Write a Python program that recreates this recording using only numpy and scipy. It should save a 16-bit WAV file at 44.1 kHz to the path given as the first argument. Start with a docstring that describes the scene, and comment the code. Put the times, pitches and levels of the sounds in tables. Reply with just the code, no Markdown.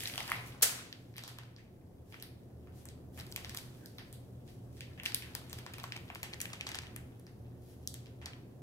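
"""Piping bag in a kitchen

Hands squeeze and twist a thin plastic piping bag over a counter, heard by two microphone ports a few
cm apart. Creases in the film buckle with short snaps, smaller ones crackle between them, skin rubs
on the film and a dropped dollop splats on baking paper and bounces softly. The hard room rings after
each snap; appliances hum and rumble far off."""
import sys
import numpy as np
from scipy import signal
from scipy.fft import rfft, irfft, next_fast_len
from scipy.io import wavfile
from scipy.ndimage import map_coordinates

SR = 44100
rng = np.random.default_rng(int(sys.argv[2]) if len(sys.argv) > 2 else 0)


def dump(signal):
    """Clip the signal to [-1, 1] and save it as 16-bit WAV at the path in sys.argv[1]."""
    limited = np.clip(np.atleast_2d(signal).T, -1, 1)
    pcm = np.round(limited * 32767).astype(np.int16)
    wavfile.write(sys.argv[1], SR, pcm)


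N = 380141
TIME_S = np.arange(N) / SR


def from_db(db):
    """Level to amplitude gain."""
    return 10 ** (np.asarray(db) / 20)


def rms_one(x, axis=None):
    """Scale to unit rms."""
    return x / np.sqrt(np.mean(x ** 2, axis=axis, keepdims=True) + 1e-20)


def in_time(rows):
    """One per-sample curve for each column after the time."""
    times_s, *columns = np.transpose(rows)
    return [np.interp(TIME_S, times_s, column) for column in columns]


def at_hz(points, hz):
    """Interpolate (frequency, value) points on a log-frequency axis."""
    points_hz, values = np.transpose(points)
    return np.interp(np.log(np.maximum(hz, 1)), np.log(points_hz), values)


def colour(x, spectrum):
    """Filter by a (frequency [Hz], gain [dB]) curve."""
    size = next_fast_len(x.shape[-1])
    gain = from_db(at_hz(spectrum, np.fft.rfftfreq(size, 1 / SR)))
    return irfft(rfft(x, size) * gain, size)[..., :x.shape[-1]]


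def band(x, low_hz, high_hz):
    """Butterworth band-pass."""
    return signal.sosfilt(signal.butter(2, [low_hz, high_hz], "band", fs=SR, output="sos"), x)


def narrow_band(x, hz, width_hz):
    """Unit-rms band around a centre frequency."""
    return rms_one(band(x, hz - width_hz / 2, hz + width_hz / 2))


def correlate(shared, own, correlation):
    """Blend one shared noise into independent channels."""
    return np.sqrt(correlation) * shared + np.sqrt(1 - correlation) * own


def random_clicks(rate_per_s, spread_db, max_db):
    """Poisson impulses of either sign, mostly small."""
    sizes = from_db(np.minimum(spread_db * rng.exponential(1, N), max_db))
    signs = rng.choice([-1, 1], N)
    return sizes * signs * (rng.random(N) < rate_per_s / SR)


# Diffuse field at the ports: (frequency [Hz], left-right correlation [-1..1])
DIFFUSE_CORRELATION = [(40, 0.91), (125, 0.98), (250, 0.86), (500, 0.56), (1000, 0.18), (2000, -0.17),
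                       (4000, -0.11), (16000, 0.2)]


def diffuse_noise(size):
    """White noise arriving from all sides at two close ports."""
    mid, side = rfft(rng.standard_normal((2, size)))
    correlation = at_hz(DIFFUSE_CORRELATION, np.fft.rfftfreq(size, 1 / SR))
    mid *= np.sqrt((1 + correlation) / 2)
    side *= np.sqrt((1 - correlation) / 2)
    return irfft([mid + side, mid - side], size)


# Appliance levels: (time [s], rumble and hum [dB], drone [dB])
APPLIANCE_LEVELS = [(0.0, -50.5, -68), (1.34, -56.5, -67), (3.27, -52, -55), (3.94, -53, -66.5),
                    (4.61, -53, -58), (7.06, -52, -56.5), (7.28, -55, -75), (7.32, -53, -56),
                    (8.23, -53.5, -58.5), (8.62, -53, -65.5)]
# Rumble and hiss: (frequency [Hz], relative density [dB])
RUMBLE_SPECTRUM = [(12, -51.5), (20, -18.5), (44, -12), (65, -16), (123, 0.5), (154, -10), (262, -11.5),
                   (301, -13.5), (357, -13.5), (527, -18), (1400, -38.5), (1610, -38.5), (4060, -62.5),
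                   (12400, -49.5), (16000, -48)]
# Mains tones and room resonances: (frequency [Hz], width [Hz], level re rumble [dB])
HUM_BANDS = [(119.44, 2.3, -5), (180, 9, -13.5), (259, 11, -14.5), (360, 6, -17), (725, 30, -24)]


def appliances():
    """Distant broad rumble, narrow wavering hum bands and a low drone that swells."""
    level_db, drone_db = in_time(APPLIANCE_LEVELS)
    even_size = N + N % 2
    hum = rms_one(colour(diffuse_noise(even_size)[:, :N], RUMBLE_SPECTRUM))
    noise = diffuse_noise(even_size)[:, :N]
    for hz, width_hz, tone_db in HUM_BANDS:
        hum += from_db(tone_db) * narrow_band(noise, hz, width_hz)
    drone = narrow_band(noise, hz=80, width_hz=12)
    return from_db(level_db) * hum + from_db(drone_db) * drone


# Room decay: (frequency [Hz], T60 [s], level [dB])
ROOM_BANDS = [(306.2, 0.94, -9.5), (1013, 0.84, -2), (2500, 0.65, -1), (5020, 0.58, -6), (10200, 0.42, -7),
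              (14930, 0.35, -12)]


def kitchen_reverb(x):
    """Near cupboards answer with a short decay, the whole room with a longer one, band by band."""
    near_t60_ratio, near_db = 0.36, -2.5
    first_wall_s, build_up_s, counter_scatter = 0.0045, 0.002, 0.45
    t, grid_hz = np.arange(SR) / SR, np.fft.rfftfreq(SR, 1 / SR)
    noise, tail = rfft(diffuse_noise(SR)), np.zeros((2, SR))
    for hz, t60_s, level_db in ROOM_BANDS:
        crossfade = at_hz([(row[0], row[0] == hz) for row in ROOM_BANDS], grid_hz)
        room = from_db(-60 * t / t60_s)
        near = from_db(-60 * t / (t60_s * near_t60_ratio))
        envelope = room / np.linalg.norm(room) + from_db(near_db) * near / np.linalg.norm(near)
        tail += irfft(noise * crossfade, SR) * envelope * from_db(level_db)
    # Only counter and hands scatter before the first wall answers.
    tail *= np.clip((t - first_wall_s) / build_up_s, counter_scatter, 1)
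    return signal.fftconvolve(x[None], tail, axes=1)[:, :N]


def faint_rub():
    """One brief, narrow band of rubbing noise."""
    envelope = np.interp(TIME_S, [3.78, 3.86, 3.87], [0, 1, 0])
    return from_db(-68) * envelope * narrow_band(rng.standard_normal((3, N)), hz=1640, width_hz=300)


# Fingers sliding along the film: (start [s], peak [s], end [s], level [dB])
FINGER_SLIDES = [(0.452, 0.476, 0.505, -60), (2.05, 2.12, 2.3, -70), (2.717, 2.79, 2.86, -66),
                 (3.12, 3.18, 3.22, -62), (3.25, 3.32, 3.35, -70), (4.445, 4.49, 4.6, -71),
                 (4.71, 4.78, 4.83, -70), (5.57, 5.587, 5.6, -58), (7.6, 7.725, 7.76, -70)]
# Skin on film: (frequency [Hz], relative density [dB])
RUB_SPECTRUM = [(800, -14), (1700, -3.5), (3000, -2.5), (5000, -0.5), (8000, -2), (12000, 0.5),
                (16000, -4.5)]


def rubbing(level_db):
    """Skin hisses and catches on the film over a hand's breadth; each slide swells it."""
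    catch_db = -7.5
    gain = from_db(level_db)
    for start_s, peak_s, end_s, slide_db in FINGER_SLIDES:
        gain += from_db(slide_db) * np.interp(TIME_S, [start_s, peak_s, end_s], [0, 1, 0])
    hiss = correlate(rng.standard_normal(N), rng.standard_normal((3, N)), correlation=0.069)
    catches = rms_one(random_clicks(rate_per_s=410, spread_db=9, max_db=27))
    return gain * rms_one(colour(hiss + from_db(catch_db) * catches, RUB_SPECTRUM))


# Fine crackle of the film: (frequency [Hz], relative density [dB])
CRACKLE_SPECTRUM = [(400, 1), (900, -0.5), (2000, -2.5), (3500, -2), (7000, -25.5), (15000, -18.5)]


def crackle(level_db):
    """Small creases give in random clumps, each ringing a patch of film of its own size."""
    base_rate_per_s, clump_hz, clump_db = 1700, 40, 8
    clumps = rms_one(band(rng.standard_normal(N), clump_hz / 4, clump_hz))
    clicks = random_clicks(base_rate_per_s * from_db(clump_db * clumps), spread_db=9, max_db=36)
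    patches_hz = np.geomspace(500, 13000, 12)
    patch_index = rng.integers(0, len(patches_hz), N)
    out = np.zeros(N)
    for k, hz in enumerate(patches_hz):
        patch = rms_one(band(clicks * (patch_index == k) + 1e-18, hz / 1.2, hz * 1.3))
        out += patch * from_db(at_hz(CRACKLE_SPECTRUM, hz)) * np.sqrt(hz)   # power grows with bandwidth
    return rms_one(out) * from_db(level_db)


# Dollop on baking paper: (frequency [Hz], relative density [dB])
SPLAT_SPECTRUM = [(250, -22), (400, -8.5), (1000, -15), (1500, -8), (2500, -9), (4500, -4), (8000, 0),
                  (12000, -1), (15500, -2)]


def splat():
    """A dollop lands: the ports hear the paper rattle briefly, the walls get a single blow."""
    start_s, attack_s, hold_s, release_db_per_s = 0.6205, 0.0035, 0.0095, 2500
    level_db, swell_db, wall_db = -18.5, 0.5, 1.5
    t = TIME_S - start_s
    attack = np.clip(t / attack_s, 0, 1) ** 2
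    hold_db = level_db + swell_db * np.clip((t - attack_s) / hold_s, 0, 1)
    release_db = release_db_per_s * np.clip(t - attack_s - hold_s, 0, 0.05)
    noise = rng.standard_normal((3, N))
    rattle = rms_one(colour(correlate(noise[0], noise[1:], correlation=0.16), SPLAT_SPECTRUM))
    left, right = attack * from_db(hold_db - release_db) * rattle
    impulse = signal.unit_impulse(N, round((start_s + attack_s + hold_s / 2) * SR))
    blow = colour(impulse, SPLAT_SPECTRUM)
    blow *= from_db(wall_db) * np.linalg.norm(left) / np.linalg.norm(blow)
    return np.array([left, right, blow])


def panel_ring(t, ring_hz):
    """A thin panel rings towards the ports; sideways it gives a shorter, weaker knock."""
    t60_cycles, knock_cycles, knock_db = 14, 2.5, -4
    cycles = t * ring_hz[:, None]
    envelope = np.minimum(cycles, 1) * from_db(-60 * cycles / t60_cycles)
    ring = rms_one(envelope * np.sin(2 * np.pi * cycles), axis=-1)
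    knock = rms_one(ring * np.exp(-cycles / knock_cycles), axis=-1)
    return np.stack([ring, ring, from_db(knock_db) * knock], axis=1)


# Crack of a snap: (low [Hz], high [Hz], decay [ms], left-right correlation [0..1])
SNAP_BANDS = [(550, 1500, 2.2, .9), (1500, 3000, 1.9, .85), (3000, 5500, 1.6, .75), (5500, 9000, 1.3, .7),
              (9000, 15500, 1.0, .65)]
# Snaps of the film, plus two soft taps as the dollop bounces (0.791, 0.81 s) and a dull early room
# echo just after a snap (8.264 s). The hands shade ports or walls.
# (time [s], ring [Hz], ring [dB], crack in each of the five SNAP_BANDS [dB], walls re ports [dB])
SNAPS_AND_TAPS = [(0.0051, 7730.0, -55, -68, -52, -47, -61, -53, 0),
                  (0.0338, 2010, -52, -74, -52, -65, -71.0, -70.0, 3.5),
                  (0.0366, 8200, -61, -67.5, -64, -56, -53.5, -47.5, -8),
                  (0.0566, 4030, -40.5, -69.5, -51, -52, -66, -64.0, 1),
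                  (0.074, 3060.0, -59, -73.5, -51.0, -44, -46.5, -56, -5),
                  (0.0809, 2410.0, -62, -74, -61, -64.0, -62, -49, -6),
                  (0.0878, 3510, -74, -69.5, -70.5, -71, -64.5, -57, -7),
                  (0.0978, 2240, -53, -69, -51.5, -54, -70.0, -66.0, -7),
                  (0.138, 2780.0, -66, -75, -53, -50, -71, -69, -4),
                  (0.157, 3340, -50, -67, -56, -59, -58.5, -55, -4),
                  (0.1786, 2900, -41.5, -46.5, -63, -44, -51, -50, 2),
                  (0.2044, 2100, -43, -52.5, -57, -47, -66, -53, -1.5),
                  (0.229, 6000, -53, -80, -72, -62.5, -60, -70, -4.5),
                  (0.2544, 2390.0, -71.0, -79, -71.0, -57, -63, -69, -1),
                  (0.271, 2500.0, -69.0, -64.5, -67, -71.0, -64, -62, 11),
                  (0.278, 2100, -61, -66, -63, -50, -64, -57.0, -7.5),
                  (0.2813, 1730, -67.5, -59, -56, -62, -77.0, -68.5, 10),
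                  (0.294, 1720.0, -46, -57, -62, -65.5, -77.0, -75.5, 0),
                  (0.3002, 9930.0, -53, -59, -71, -53.5, -60, -50.5, 4),
                  (0.3169, 1216, -38, -55, -54, -62.5, -70, -55, -9),
                  (0.318, 2070, -33, -48, -49, -50, -61.5, -43.5, 0.5),
                  (0.355, 4080, -56, -55, -63, -59, -73, -70.0, 7.5),
                  (0.6115, 1740.0, -74, -65, -68, -60, -79, -75, 11),
                  (0.791, 1310, -58, -63, -60, -64, -80, -80, -6),
                  (0.81, 2000, -62, -69, -64, -64, -80, -80, -9),
                  (0.9271, 2710.0, -63, -76.5, -55.5, -48, -81, -65, -7),
                  (1.14, 3380, -75, -89.5, -70, -69.5, -94, -93, 1),
                  (1.159, 1530.0, -72, -73, -60, -66, -81, -79, -9),
                  (1.166, 2350.0, -71, -76.5, -70, -58.5, -75, -57.5, 7.5),
                  (1.181, 2280, -58, -59, -52.5, -53.5, -56.0, -56, -2.5),
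                  (1.192, 4800, -57, -81.5, -59, -63, -73, -84, -14),
                  (1.225, 3960.0, -64, -65.5, -75, -64.0, -75.0, -80.0, -1),
                  (1.2368, 4820.0, -65, -58, -77, -51.5, -57, -58, 1.5),
                  (1.278, 6000, -74, -61, -61.5, -55.5, -57.5, -54.5, 3.5),
                  (1.2924, 4440.0, -66, -85, -70.0, -71, -76, -72.0, 1),
                  (1.3859, 2260, -67, -56, -55, -56, -61, -59.5, -3),
                  (1.434, 1560, -68.5, -65.5, -70.5, -65, -77, -77, -3),
                  (1.5638, 4760.0, -64.5, -79, -73, -66, -80, -87, 0.5),
                  (1.584, 3170.0, -73, -91, -67.5, -81.5, -76, -91, 5),
                  (2.124, 2800, -67.0, -68, -66.5, -64.0, -89, -71, 5.5),
                  (2.1418, 2780, -73, -60.5, -53.5, -61.5, -85, -87.0, -4.5),
                  (2.1994, 2950.0, -64, -90.5, -77, -70, -65, -74.0, 5),
                  (2.2249, 4120, -55, -68, -60.5, -54, -72, -48.5, 0.5),
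                  (2.672, 1210, -73, -74.5, -72.5, -80.5, -90, -82, 2.5),
                  (2.8549, 8440.0, -59, -66.5, -66.5, -69, -63, -59, 0),
                  (2.8875, 6000, -60.5, -95.5, -66.5, -61, -58, -65, -0.5),
                  (3.1757, 9110.0, -73, -65, -62.5, -68, -69, -62, 9.5),
                  (3.19, 2200, -75, -75.5, -66, -62, -67.0, -56, 4),
                  (3.199, 4630, -70, -60, -75, -51.5, -75, -64, -12),
                  (3.209, 4500, -60, -70, -60, -59, -64, -68, -5),
                  (3.2664, 7860.0, -74, -88, -77, -61, -72, -66, -7),
                  (3.3162, 8330.0, -71, -73.5, -80, -71, -58, -68.0, -3),
                  (3.3236, 7280.0, -66, -77.5, -67.0, -50, -64, -56, -14),
                  (3.3614, 2470, -45, -58, -56, -45.5, -46, -43.5, -4),
                  (3.3768, 2430, -68, -57, -60, -64, -64, -63.0, -1),
                  (3.4462, 2170, -60, -56.5, -52.5, -49, -59, -63, -3),
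                  (3.4947, 5350, -54, -75.5, -55, -54, -55, -55, -1),
                  (3.547, 3340.0, -53, -55.5, -52, -52, -53, -49, -3.5),
                  (3.5669, 3530.0, -74, -67, -72, -57, -60, -52.5, 9),
                  (3.5721, 10000, -50, -62, -60, -45, -50.5, -45, -10),
                  (3.586, 2300.0, -57, -68.5, -63, -63, -56, -64.0, -9),
                  (3.8595, 4800.0, -57, -77.5, -72, -66, -64, -55.5, -1),
                  (3.9839, 3940, -58, -62, -57, -54, -79, -61, 3),
                  (4.1275, 8500, -59.5, -79, -74.5, -64.5, -76, -57.5, 5.5),
                  (4.4774, 4760, -75, -84, -73.5, -71.5, -76.0, -83, 6),
                  (4.769, 5630, -71, -81, -74.5, -73, -72, -90, 8),
                  (4.8072, 2490, -55, -77, -56, -52, -59, -58, -1),
                  (4.9762, 2050.0, -67, -75, -60, -76, -100.0, -93, 4.5),
                  (4.9815, 3490.0, -71, -68, -71, -79, -87, -96, -5),
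                  (4.999, 2720, -47.5, -74, -51, -65, -71, -76, -6),
                  (5.0339, 2410.0, -61, -61, -56, -56, -60, -53, 1.5),
                  (5.0552, 3430, -52, -67, -48.5, -44, -53, -48.5, 5.5),
                  (5.06, 2780, -34, -76, -56, -47, -49, -54, -16),
                  (5.1203, 3210.0, -56, -60, -62, -50, -61, -64, -17),
                  (5.1455, 4230, -47, -74, -48.5, -38.5, -44, -31.5, -4.5),
                  (5.2228, 2500, -58, -68, -55, -58, -62, -78.0, 1.5),
                  (5.3508, 8700, -56, -50, -50.5, -44, -49, -41.5, -4.5),
                  (5.497, 8500, -64, -74, -65, -66, -60, -68.0, 4.5),
                  (5.5296, 3020, -55, -56.5, -61, -49.5, -53.5, -49, -2),
                  (5.5845, 2900, -64, -62, -66, -59, -74, -69, 2.5),
                  (5.588, 5040.0, -64, -68, -56, -63, -60.0, -58, -9),
                  (5.6638, 2130, -69, -51, -53.5, -53.5, -59.5, -64, -3.5),
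                  (5.7367, 2630, -56, -75, -70, -60.0, -57.5, -57, -2),
                  (5.7399, 2710.0, -64, -61, -55, -54.5, -69, -72.0, -3),
                  (5.7829, 2430.0, -55, -56, -71, -60, -65, -59, 2.5),
                  (5.799, 4200, -68, -69.0, -58, -52, -69, -61, -9),
                  (5.8344, 10100, -58, -62, -79.0, -66, -62, -58, 6.5),
                  (5.8396, 1080, -45.5, -53, -48.5, -49.5, -65, -56, -7),
                  (5.9216, 2580, -50.5, -62, -47, -48, -59.0, -69.0, -5.5),
                  (5.928, 2600, -81, -79.5, -65, -61, -68, -71, 3),
                  (5.963, 2500.0, -49, -56.5, -55, -55, -65.0, -67.0, -13),
                  (5.9656, 2360, -53, -59.5, -62, -54, -57, -60, -5.5),
                  (5.9747, 2410.0, -61, -62.5, -58, -60, -69.0, -69, -15),
                  (6.101, 2430, -51, -49.5, -55, -68, -72.0, -80, -3),
                  (6.149, 2740, -65, -79, -61, -55, -58.0, -55, -1),
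                  (6.1563, 2390, -54, -50.5, -52, -67, -69, -67.0, -20),
                  (6.2005, 2610.0, -72.0, -83.5, -66, -74, -80, -88.0, -15),
                  (6.2308, 2500, -51, -53.5, -46, -49, -48.5, -46.5, -5.5),
                  (6.2377, 1970, -58, -64.5, -77, -63, -59, -60, 7),
                  (6.3308, 860.0, -60, -63.5, -54, -65.0, -63, -73.0, -3),
                  (6.3352, 3200, -54, -73.5, -51, -45.5, -65, -70.0, -10),
                  (6.3417, 1960.0, -61, -61.5, -56.0, -64, -55, -66.0, -11),
                  (6.4031, 3140, -69, -83.5, -47, -50, -48.5, -50, -2.5),
                  (6.41, 3100.0, -69, -85.5, -76.0, -70, -64, -55.5, 13),
                  (6.4148, 8600, -59, -72.5, -58, -50.5, -39.5, -44, -9),
                  (6.4551, 2500, -48, -64, -47, -53.5, -59, -60, -10),
                  (6.532, 3200, -53, -57, -65, -53.5, -50, -67, -5),
                  (6.5352, 2520, -59, -52.5, -52, -57, -65, -60, -8),
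                  (6.6098, 2560, -42.5, -64, -52, -48.5, -52, -62, -7),
                  (6.6664, 5710.0, -67, -51.5, -67, -51, -51, -68, 1.5),
                  (6.6688, 2150, -50, -63.5, -52, -45.5, -67, -66.0, -3),
                  (6.674, 3200, -54, -76, -68, -65, -56, -61.0, -1.0),
                  (6.6899, 4570.0, -61, -58, -48, -57, -52, -54, -4.5),
                  (6.7167, 2100, -57.0, -60, -49, -50, -53, -60, -7),
                  (6.7457, 5130, -63, -55, -47.5, -44.5, -51, -62, -2),
                  (6.7535, 3420.0, -53.0, -51.5, -64, -57, -51, -53, -3),
                  (6.7874, 2540.0, -48, -66.0, -50, -45, -50.0, -58, -15),
                  (6.8194, 5300, -64, -78.5, -77, -64, -64, -69, 3),
                  (6.8343, 4650.0, -75, -61.5, -56.5, -67, -77.0, -73, -1),
                  (6.8689, 3120, -57, -76.5, -63, -66.0, -67, -74, -8),
                  (6.962, 8300, -56, -60.5, -52, -60, -57, -49.5, -4.5),
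                  (7.197, 10230.0, -65, -74, -89.5, -76.5, -79, -66.5, 1.5),
                  (7.267, 4840, -63.5, -70.5, -67, -75, -73, -72, 1),
                  (7.8744, 5660, -43, -81.5, -73, -50, -42, -43.5, -4),
                  (7.9414, 9800, -51.5, -70.5, -64, -56.5, -56, -51, 0),
                  (8.0592, 2700, -63.5, -87, -74, -68, -74, -79, -1.5),
                  (8.0678, 3760, -78, -74, -71.5, -64.5, -79, -88.0, -3),
                  (8.215, 1700, -70.5, -67.5, -64, -71, -75, -84, 10),
                  (8.258, 5000, -55.5, -79.5, -72, -61, -56, -67, -9),
                  (8.2589, 4350, -49.5, -66, -55.5, -49, -52, -56, -5),
                  (8.264, 4200, -61, -56, -53.5, -64.5, -65, -62, -0.5),
                  (8.334, 2970.0, -54.5, -84, -65, -68, -86, -81, -7)]


def snaps():
    """A crease flips with a click, brief flutter and a panel ring; taps and echo share that shape."""
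    size, click_energy_ratio, film_low_hz = 512, 0.3, 420
    times_s, ring_hz, ring_db, *crack_db, wall_db = np.transpose(SNAPS_AND_TAPS)
    t, impulse = np.arange(size) / SR, signal.unit_impulse(size)
    noise = rng.standard_normal((len(times_s), len(SNAP_BANDS), 3, size))
    shapes = from_db(ring_db)[:, None, None] * panel_ring(t, ring_hz)
    for k, (low_hz, high_hz, decay_ms, correlation) in enumerate(SNAP_BANDS):
        decay_s = decay_ms / 1000
        click = impulse * np.sqrt(click_energy_ratio * decay_s * SR / 2)
        flutter = correlate(noise[:, k, 2:], noise[:, k, :2], correlation)
        force = np.zeros_like(shapes)
        force[:, :2] = (click + flutter) * np.exp(-t / decay_s)
        force[:, 2] = impulse   # the walls get the even average over all directions
        crack = band(band(force, low_hz, high_hz), low_hz, high_hz)
        shapes += from_db(crack_db[k])[:, None, None] * rms_one(crack, axis=-1)
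    shapes[:, 2] *= from_db(wall_db)[:, None]
    out = np.zeros((3, N + size))
    for start, shape in zip(np.round(times_s * SR).astype(int), shapes):
        out[:, start:start + size] += shape
    radiation = signal.butter(2, film_low_hz, "high", fs=SR, output="sos")   # light film, little bass
    return signal.sosfilt(radiation, out[:, :N] + 1e-18)


# Handling of the bag: (time [s], crackle [dB], rubbing [dB])
HANDLING_LEVELS = [(0.0, -59, -48), (0.24, -57, -56), (0.46, -67, -62.5), (0.79, -60.5, -87),
                   (0.98, -87, -74), (1.39, -73.5, -77.5), (1.68, -86, -80), (3.14, -82.5, -77.5),
                   (3.41, -69, -63), (4.32, -86, -76.5), (4.82, -79, -75), (5.16, -60.5, -70),
                   (5.3, -67, -68.5), (6.1, -67, -69.5), (6.65, -60.5, -69), (7.08, -80, -75),
                   (7.54, -83.5, -78), (7.9, -83.5, -72.5), (8.14, -82, -77.5), (8.62, -88, -77)]
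# Right-port delay as the bag moves: (time [s], lag [ms])
RIGHT_PORT_LAG = [(0, .1), (.35, .1), (.6, .14), (1.2, .16), (5.1, .125), (6.0, .14), (6.3, .18),
                  (8.62, .18)]


def scene():
    """The bag, a little nearer the left port, feeds both ports and the walls; appliances run behind."""
    left_db = 0.77
    crackle_db, rub_db = in_time(HANDLING_LEVELS)
    lag_ms, = in_time(RIGHT_PORT_LAG)
    left, right, walls = snaps() + crackle(crackle_db) + rubbing(rub_db) + splat() + faint_rub()
    late_right = map_coordinates(right, [np.arange(N) - lag_ms * SR / 1000], order=3)
    direct = np.array([from_db(left_db) * left, late_right])
    return direct + kitchen_reverb(walls) + appliances()


def record(dry):
    """Steep low-pass on the top treble."""
    stop_hz, stop_db = 16400, 65
    return signal.sosfilt(signal.cheby2(16, stop_db, stop_hz, fs=SR, output="sos"), dry)


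dry = scene()
out = record(dry)
dump(out)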